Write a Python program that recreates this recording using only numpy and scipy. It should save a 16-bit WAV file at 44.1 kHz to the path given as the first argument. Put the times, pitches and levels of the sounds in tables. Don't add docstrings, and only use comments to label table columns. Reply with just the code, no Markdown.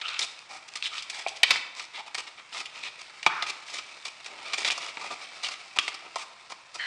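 import sys
import numpy as np
from scipy import signal
from scipy.io import wavfile
from scipy.ndimage import uniform_filter1d

SR = 44100
rng = np.random.default_rng(int(sys.argv[2]) if len(sys.argv) > 2 else 0)


def persist_wave(psi):
    counts = np.round(np.clip(psi, -1, 1) * 32767).astype(np.int16)
    wavfile.write(sys.argv[1], SR, np.atleast_2d(counts).T)


N = 302526


def amp(db):
    return 10 ** (np.asarray(db) / 20)


def evened(x):
    return x / np.sqrt(np.mean(x ** 2) + 1e-20)


def read(points, hz):
    point_hz, value = np.transpose(points)
    return np.interp(np.log(hz + 1), np.log(point_hz + 1), value)


def add(mix, s, sound):
    part = mix[..., round(s * SR):][..., :sound.shape[-1]]
    part += sound[..., :part.shape[-1]]


def soft_noise(shape, hold):
    return uniform_filter1d(uniform_filter1d(rng.standard_normal(shape), hold), hold)


def stroke_samples(length):
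    return round(np.clip(length, .01, .3) * SR)


def ring(modes, tilt_db=0, spread_db=0):
    t = np.arange(2048) / SR
    hz, width, db = np.transpose(modes)[..., None]
    db = db + tilt_db * np.log2(hz / hz[1])
    db = db + spread_db * rng.standard_normal(hz.shape)
    hz = hz * (1 + 0.018 * spread_db * rng.standard_normal(hz.shape))
    swell = width ** 1.647 * t * np.exp(-1.5 * np.pi * width * t)
    response = (amp(db) * swell * np.sin(2 * np.pi * hz * t)).sum(0)
    return response / np.linalg.norm(response)


def colour(points):
    db = read(points, abs(np.fft.fftfreq(4096, 1 / SR)))
    log_gain = np.log(amp(np.maximum(db, -100)))
    return np.fft.ifft(np.exp(np.conj(signal.hilbert(log_gain)))).real[:2048]


def fibres(length, per_s, spread_db):
    chance, sign, size = rng.random((3, length))
    size_db = spread_db * np.minimum(-np.log(size + 1e-9), 4)
    return evened((chance < per_s / SR) * np.sign(sign - .5) * amp(size_db))


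def crinkle(length):
    clumps = amp(2.16 * evened(soft_noise(length, 200)))
    shared = fibres(length, 2500, 2.6)
    own = np.array([fibres(length, 4000, 4.25) for _ in range(3)])
    return evened(clumps) * (0.9 * shared + 1.245 * own)


# (pitch [Hz], width [Hz], level before the width weighting [dB])
LEAF_MODES = [(2063, 102, 2), (2445, 262, 10.5), (2777, 260, 6.5), (3067, 72, 3.5), (3382, 990, 10)]
# (pitch [Hz], width [Hz], level before the width weighting [dB])
BOX_MODES = [(447, 730, 19), (761, 265, 21), (966, 163, 21), (1211.5, 103, 25.5), (1780, 260, 11)]
# (pitch [Hz], level per Hz [dB])
CRISP_TOP = [(3000, -34), (4500, 8), (5500, 6), (7000, -0.5), (10000, -0.5), (12500, 0)]


def sounded(drive, leaf_tilt_db=0, box_tilt_db=0, spread_db=3.0):
    hz = np.geomspace(CRISP_TOP[0][0], CRISP_TOP[-1][0], num=20)
    lumpy_db = read(CRISP_TOP, hz) + spread_db * rng.standard_normal(len(hz))
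    crisp = colour(np.transpose([hz, lumpy_db]))
    leaf = ring(LEAF_MODES, leaf_tilt_db, spread_db)
    box = ring(BOX_MODES, box_tilt_db, spread_db)
    bodies = leaf, box, crisp / np.linalg.norm(crisp)
    return sum(signal.oaconvolve(row, body) for row, body in zip(drive, bodies))


def wandering(drive, hold, depth_db, *tilts_db, spread_db, count):
    share = amp(depth_db * evened(soft_noise((count, drive.shape[1]), hold)))
    share = share / np.linalg.norm(share, axis=0)
    return sum(sounded(drive * part, *tilts_db, spread_db=spread_db) for part in share)


# (pitch [Hz], level per Hz [dB])
AIR_SPECTRUM = [(200, -1.5), (1000, 13), (5000, -2), (16000, -10.5)]
AIR_DB = -51


def air():
    noise = rng.standard_normal(N + 2048)
    hiss = signal.oaconvolve(noise, colour(AIR_SPECTRUM))[2048:N + 2048]
    return amp(AIR_DB) * evened(hiss)


# (time [s], leaf level [dB])
RUSTLE_LEVELS = [(0.0, -51), (0.53, -57.5), (1.03, -50), (2.25, -58.5), (3.28, -50.5), (3.4, -47.5),
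                 (4.17, -54), (4.62, -45), (4.93, -49.5), (5.2, -47), (6.67, -58.5), (6.86, -45)]


def rustle():
    db = np.interp(np.arange(N) / SR, *np.transpose(RUSTLE_LEVELS))
    rows_db = db + np.array([[0], [-5], [-8]])
    return wandering(crinkle(N) * amp(rows_db), 3000, 5.5, spread_db=4, count=6)[:N]


# (time [s], length [s], level [dB], first pitch [Hz], last pitch [Hz])
CREAK_EVENTS = [(0.009, 0.2, -38, 1300, 1370), (0.035, 0.045, -30.5, 2500, 3100),
                (0.098, 0.085, -35, 2300, 2640), (0.212, 0.031, -24.5, 3700, 3760),
                (0.484, 0.096, -42, 754, 720), (0.832, 0.041, -26.5, 4140, 2700),
                (0.91, 0.074, -39.5, 1300, 1260), (1.122, 0.094, -43.5, 820, 770),
                (1.939, 0.074, -39, 2200, 2260), (1.972, 0.044, -34, 770, 875)]
CREAK_Q = 4.3


def creaks():
    out = np.zeros(N)
    for s, length, db, hz, end_hz in CREAK_EVENTS:
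        n = stroke_samples(length)
        turn = np.exp(2j * np.pi * np.cumsum(np.linspace(hz, end_hz, n)) / SR)
        r = np.exp(-np.pi * hz / CREAK_Q / SR)
        slips = fibres(SR // 3, 900, 2.9)[:n]
        sound = (turn * signal.lfilter([1], [1, -2 * r, r * r], slips / turn)).real
        add(out, s, amp(db) * evened(sound) * signal.windows.tukey(n, .3))
    return out


# (time [s], leaf level [dB], box level above leaf [dB], crisp top level above leaf [dB])
SNAP_EVENTS = [(0.014, -21, -12, -20), (0.1918, -18, -11, 1), (0.7563, -26, -6.5, -2),
               (0.825, -25.5, -25, -10), (0.9817, -27, -56, -6), (1.0235, -29.5, -27, 0),
               (1.099, -23, -15, 0), (1.2839, -25.5, -43, 1), (1.4316, -5.5, -12.5, -14.5),
               (1.5064, -6.5, -9, -7.5), (1.796, -24.5, -6, -9), (2.1458, -21.5, -3.5, 1),
               (2.1824, -24.5, -4.5, -5), (2.6021, -26, -10, -3), (2.6563, -28, -20, -6),
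               (3.229, -26.5, -13, -7.5), (3.2637, -9, 0, -14.5), (3.4254, -16.5, -4, -8.5),
               (3.786, -25, -6, -6.5), (4.0527, -28.5, -9, -3.5), (4.08, -33, -24, -14),
               (4.245, -37.5, -36, -2), (4.2608, -28, -3, -2.5), (4.5342, -14, -6.5, -5.5),
               (4.582, -24.5, -6.5, 0.5), (4.6476, -12.5, -10.5, -10), (4.7779, -38, 9, 11),
               (4.9713, -29.5, 1, -25), (5.485, -25, -3.5, -4), (5.7871, -12.5, -7, -7),
               (5.8791, -19.5, -4, -6), (5.9432, -34, -1, 5), (6.1584, -24, -2.5, -2.5)]
LEAF_TILT, EVEN_BOX_DB = -0.76, -10


def snaps():
    out, t = np.zeros(N), np.arange(SR // 16) / SR
    for s, db, box_db, top_db in SNAP_EVENTS:
        hold = np.clip(0.0015 + 0.00062 * (db + 11.5), 0, .01)
        fade_db = -60 * np.maximum(t - hold, 0) / 0.047
        burst = fibres(len(t), 9000, 4.67) * amp(fade_db)
        burst[0] += 4.5
        drive = burst * amp([[db], [db + box_db], [db + top_db]])
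        leaf_tilt_db = LEAF_TILT * (box_db - EVEN_BOX_DB)
        add(out, s, wandering(drive, 60, 14.4, leaf_tilt_db, spread_db=2.5, count=3))
    return out


# (time [s], length [s], leaf level [dB], box level above leaf [dB], crisp top level above leaf [dB])
STROKE_EVENTS = [(0.02, 0.2, -41, -14, -10.5), (0.079, 0.015, -32, -17, -14), (0.197, 0.062, -36, -4.5, 1),
                 (0.479, 0.12, -46, -3.5, -3), (0.678, 0.017, -42, -10.5, -3.5),
                 (0.751, 0.03, -36.5, -12.5, -4), (0.827, 0.062, -34.5, -22, -7.5),
                 (0.908, 0.12, -40, -12.5, -5), (1.113, 0.13, -42, -8, -3.5),
                 (1.269, 0.012, -32.5, -12, -12), (1.358, 0.022, -45, -28, 2),
                 (1.445, 0.16, -30, -7.5, -7.5), (1.743, 0.12, -42.5, -7, -2), (1.927, 0.098, -42, -5, -10),
                 (2.059, 0.032, -46.5, -1.5, -5.5), (2.172, 0.042, -38, -2.5, -2),
                 (2.262, 0.032, -43, -7.5, -7.5), (2.368, 0.046, -50.5, -3, -14),
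                 (2.509, 0.13, -38.5, -5, -3.5), (2.708, 0.21, -46.5, -5.5, -8),
                 (2.822, 0.076, -38, -10, -11.5), (2.983, 0.041, -46.5, -4.5, -2),
                 (3.459, 0.055, -33, -9, -4), (3.653, 0.086, -45.5, -7.5, 0),
                 (3.723, 0.08, -39.5, -6, -1.5), (3.843, 0.13, -53, -5.5, -7),
                 (4.044, 0.051, -42, -4.5, -1), (4.259, 0.2, -54, 7, -32), (4.431, 0.13, -42, -4, -9),
                 (4.566, 0.078, -39, -3.5, -3), (4.65, 0.048, -29.5, -7, -4.5),
                 (4.701, 0.032, -28, -8, -3.5), (4.791, 0.13, -41.5, -1, -3),
                 (4.981, 0.12, -43.5, 1.5, -5.5), (5.095, 0.06, -40.5, 2.5, -5),
                 (5.421, 0.065, -36, -8.5, -3.5), (5.502, 0.047, -38.5, -6.5, -5),
                 (5.758, 0.019, -32.5, -1.5, -6), (5.802, 0.11, -43.5, -6, -2),
                 (6.013, 0.084, -50.5, 2, -18), (6.169, 0.073, -42, -5, -0.5), (6.491, 0.045, -45, 1, 0.5),
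                 (6.738, 0.034, -46.5, 0.5, 3.5)]
BOX_TILT, DRAG_BOX_DB = -0.22, -8
DRAG_SPREAD_DB = 2


def strokes():
    out = np.zeros(N)
    for s, length, db, box_db, top_db in STROKE_EVENTS:
        n = stroke_samples(length)
        drive = crinkle(SR // 3) * amp([[db], [db + box_db], [db + top_db]])
        drive *= np.pad(signal.windows.tukey(n, .5), (0, SR // 3 - n))
        tilts_db = LEAF_TILT * (box_db - EVEN_BOX_DB), BOX_TILT * (box_db - DRAG_BOX_DB)
        add(out, s, wandering(drive, 400, 4.7, *tilts_db, spread_db=DRAG_SPREAD_DB, count=3))
    return out


RUMBLE_DB, RUMBLE_HZ, RUMBLE_S = -34.5, 71, 0.027


def rumble(toy):
    lowpass = signal.butter(2, RUMBLE_HZ, fs=SR, output="sos")
    low = signal.sosfilt(lowpass, rng.standard_normal(N))
    r = np.exp(-1 / (RUMBLE_S * SR))
    return amp(RUMBLE_DB) * evened(low) * signal.lfilter([1 - r], [1, -r], abs(toy))


# (pitch [Hz], time to fall 60 dB [s])
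ROOM_DECAY = [(500, 0.89), (3000, 0.6), (8000, 0.48)]


def room(x):
    taps, at = np.zeros(SR // 2), np.arange(200, SR // 2 - 20, 20)
    taps[at + rng.integers(0, 20, len(at))] = rng.choice([-1., 1.], len(at))
    hz, t, bands = signal.stft(taps, SR, nperseg=256)
    decay_s = np.maximum(read(ROOM_DECAY, hz), .05)[:, None]
    tail = signal.istft(bands * amp(-60 * t / decay_s), SR, nperseg=256)[1]
    return signal.oaconvolve(x, tail / np.linalg.norm(tail))[:N]


# (time [s], level [dB])
TICK_EVENTS = [(0.391, -13), (0.738, -11), (1.7514, -12), (1.8524, -13), (2.837, -19), (3.017, -12.5)]


def ticks():
    breaks = np.zeros(N)
    for s, db in TICK_EVENTS:
        add(breaks, s, amp([db]))
    return sounded(breaks * amp([[-4], [-15], [0]]))[:N]


# (time [s], peak level [dB], pitch that the spot favours [Hz], stiff face level [dB])
KNOCK_EVENTS = [(1.2638, -6.5, 650, 3), (3.2633, -1.5, 1014, 6.5), (6.159, -11, 900, -20)]
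# (pitch [Hz], width [Hz], level at the favoured pitch [dB])
HOLLOW_MODES = [(580, 104, -2.5), (697, 68, 3.5), (767, 83, 5), (934, 51, -2), (1031, 64, 4.5),
                (1204, 65, 1.5)]
SPOT_FALL_DB = -20
FACE_HZ, FACE_WIDTH = 2390, 140


def knocks():
    out, t = np.zeros(N), np.arange(2048) / SR
    onset = np.sin(np.pi / 2 * np.minimum(1, t / 0.0016)) ** 2
    for s, peak_db, spot_hz, face_db in KNOCK_EVENTS:
        modes = [(hz, width, db + SPOT_FALL_DB * abs(np.log2(hz / spot_hz)))
                 for hz, width, db in HOLLOW_MODES]
        modes.append((FACE_HZ, FACE_WIDTH, face_db))
        sound = sum(amp(db) * np.exp(-np.pi * width * t) * np.sin(2 * np.pi * hz * t)
                    for hz, width, db in modes)
        sound = sound * onset
        add(out, s, amp(peak_db) * sound / abs(sound).max())
    return out


# (time [s], level [dB], pitch [Hz])
PING_EVENTS = [(1.506, 0, 2340), (1.5588, -3, 2070), (3.2643, -6, 3740), (3.424, -2, 3830),
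               (4.7028, -3.5, 2750), (4.9716, -15.5, 2400), (5.787, 3.5, 2880), (5.8805, -4.5, 2300)]
PING_Q, PING_CLICK = 7, 0.77


def pings():
    out, t = np.zeros(N), np.arange(1024) / SR
    for s, db, hz in PING_EVENTS:
        sound = np.exp(-np.pi * hz / PING_Q * t) * np.sin(2 * np.pi * hz * t)
        sound[0] += PING_CLICK
        add(out, s, amp(db) * sound)
    return out


# (time [s], length [s], starting level [dB])
SCRAPE_EVENTS = [(3.287, 0.168, -23)]
# (pitch [Hz], level per Hz [dB])
CARD_SPECTRUM = [(400, -58), (760, -10), (1250, 8), (2050, -4), (2450, -3), (3340, -19), (5860, -20),
                 (9000, -55)]
SCRAPE_FADE_DB = -7


def scrapes():
    out, card = np.zeros(N), colour(CARD_SPECTRUM)
    for s, length, db in SCRAPE_EVENTS:
        n = stroke_samples(length)
        rasping = evened(signal.oaconvolve(fibres(SR // 3, 7000, 3.0), card))[:n]
        level = amp(db + SCRAPE_FADE_DB * np.arange(n) / n)
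        add(out, s, level * rasping * signal.windows.tukey(n, .25))
    return out


# (time [s], level [dB], pitch of its lowest band [Hz])
RASP_PATH = [(6.78, -45, 1750), (6.798, -27.5, 1880), (6.86, -26, 1830)]
# (multiple of the lowest pitch, width [Hz], level [dB])
STRIP_BANDS = [(1, 500, 1), (1.65, 352, -5), (2.27, 450, -10.5)]


def rasp():
    s, db, hz = np.transpose(RASP_PATH)
    t = np.arange(s[0], N / SR, 1 / SR)
    slips, sound = fibres(len(t), 4000, 0.59), 0
    for multiple, width, band_db in STRIP_BANDS:
        turn = np.exp(2j * np.pi * np.cumsum(multiple * np.interp(t, s, hz)) / SR)
        r = np.exp(-np.pi * width / SR)
        band = (turn * signal.lfilter([1], [1, -2 * r, r * r], slips / turn)).real
        sound = sound + amp(band_db) * evened(band)
    fade_in = np.minimum(1, (t - s[0]) / 0.018)
    return s[0], amp(np.interp(t, s, db)) * evened(sound) * fade_in


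def scene():
    toy = rustle() + creaks() + snaps() + strokes() + ticks() + knocks() + pings() + scrapes()
    add(toy, *rasp())
    toy = signal.sosfilt(signal.butter(3, 420, "high", fs=SR, output="sos"), toy)
    return (toy + amp(-10.0) * room(toy) + rumble(toy) + air())[None]


# (pitch [Hz], level [dB])
MIC_COLOUR = [(20, -17.5), (150, -1.5), (500, -11), (1000, -6.5), (8000, -5.5), (10000, -17),
              (11500, -37.5), (16000, -52)]
DUCK_FROM_DB, DUCK_SHARE, RECOVER_DB_PER_S = -22.5, 0.34, 23.5
CEILING, EDGE_HZ = .5, 16300


def record(dry):
    heard = signal.oaconvolve(dry, colour(MIC_COLOUR)[None])[:, :N]
    power = signal.lfilter(np.ones(300) / 300, 1, heard[0] ** 2)
    power_db = 10 * np.log10(power.clip(1e-12))
    fall = np.arange(N) * RECOVER_DB_PER_S / SR
    held_db = np.maximum.accumulate(power_db + fall) - fall
    over_db = np.maximum(held_db - DUCK_FROM_DB, 0)
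    smooth_over_db = signal.lfilter(np.ones(400) / 400, 1, over_db)
    heard = heard / amp(DUCK_SHARE * smooth_over_db)
    clipped = heard / (1 + abs(heard / CEILING) ** 5) ** (1 / 5)
    band_limit = signal.firwin(511, EDGE_HZ, window=("kaiser", 9), fs=SR)
    return signal.oaconvolve(clipped, band_limit[None], "same")


dry = scene()
out = record(dry)
persist_wave(out)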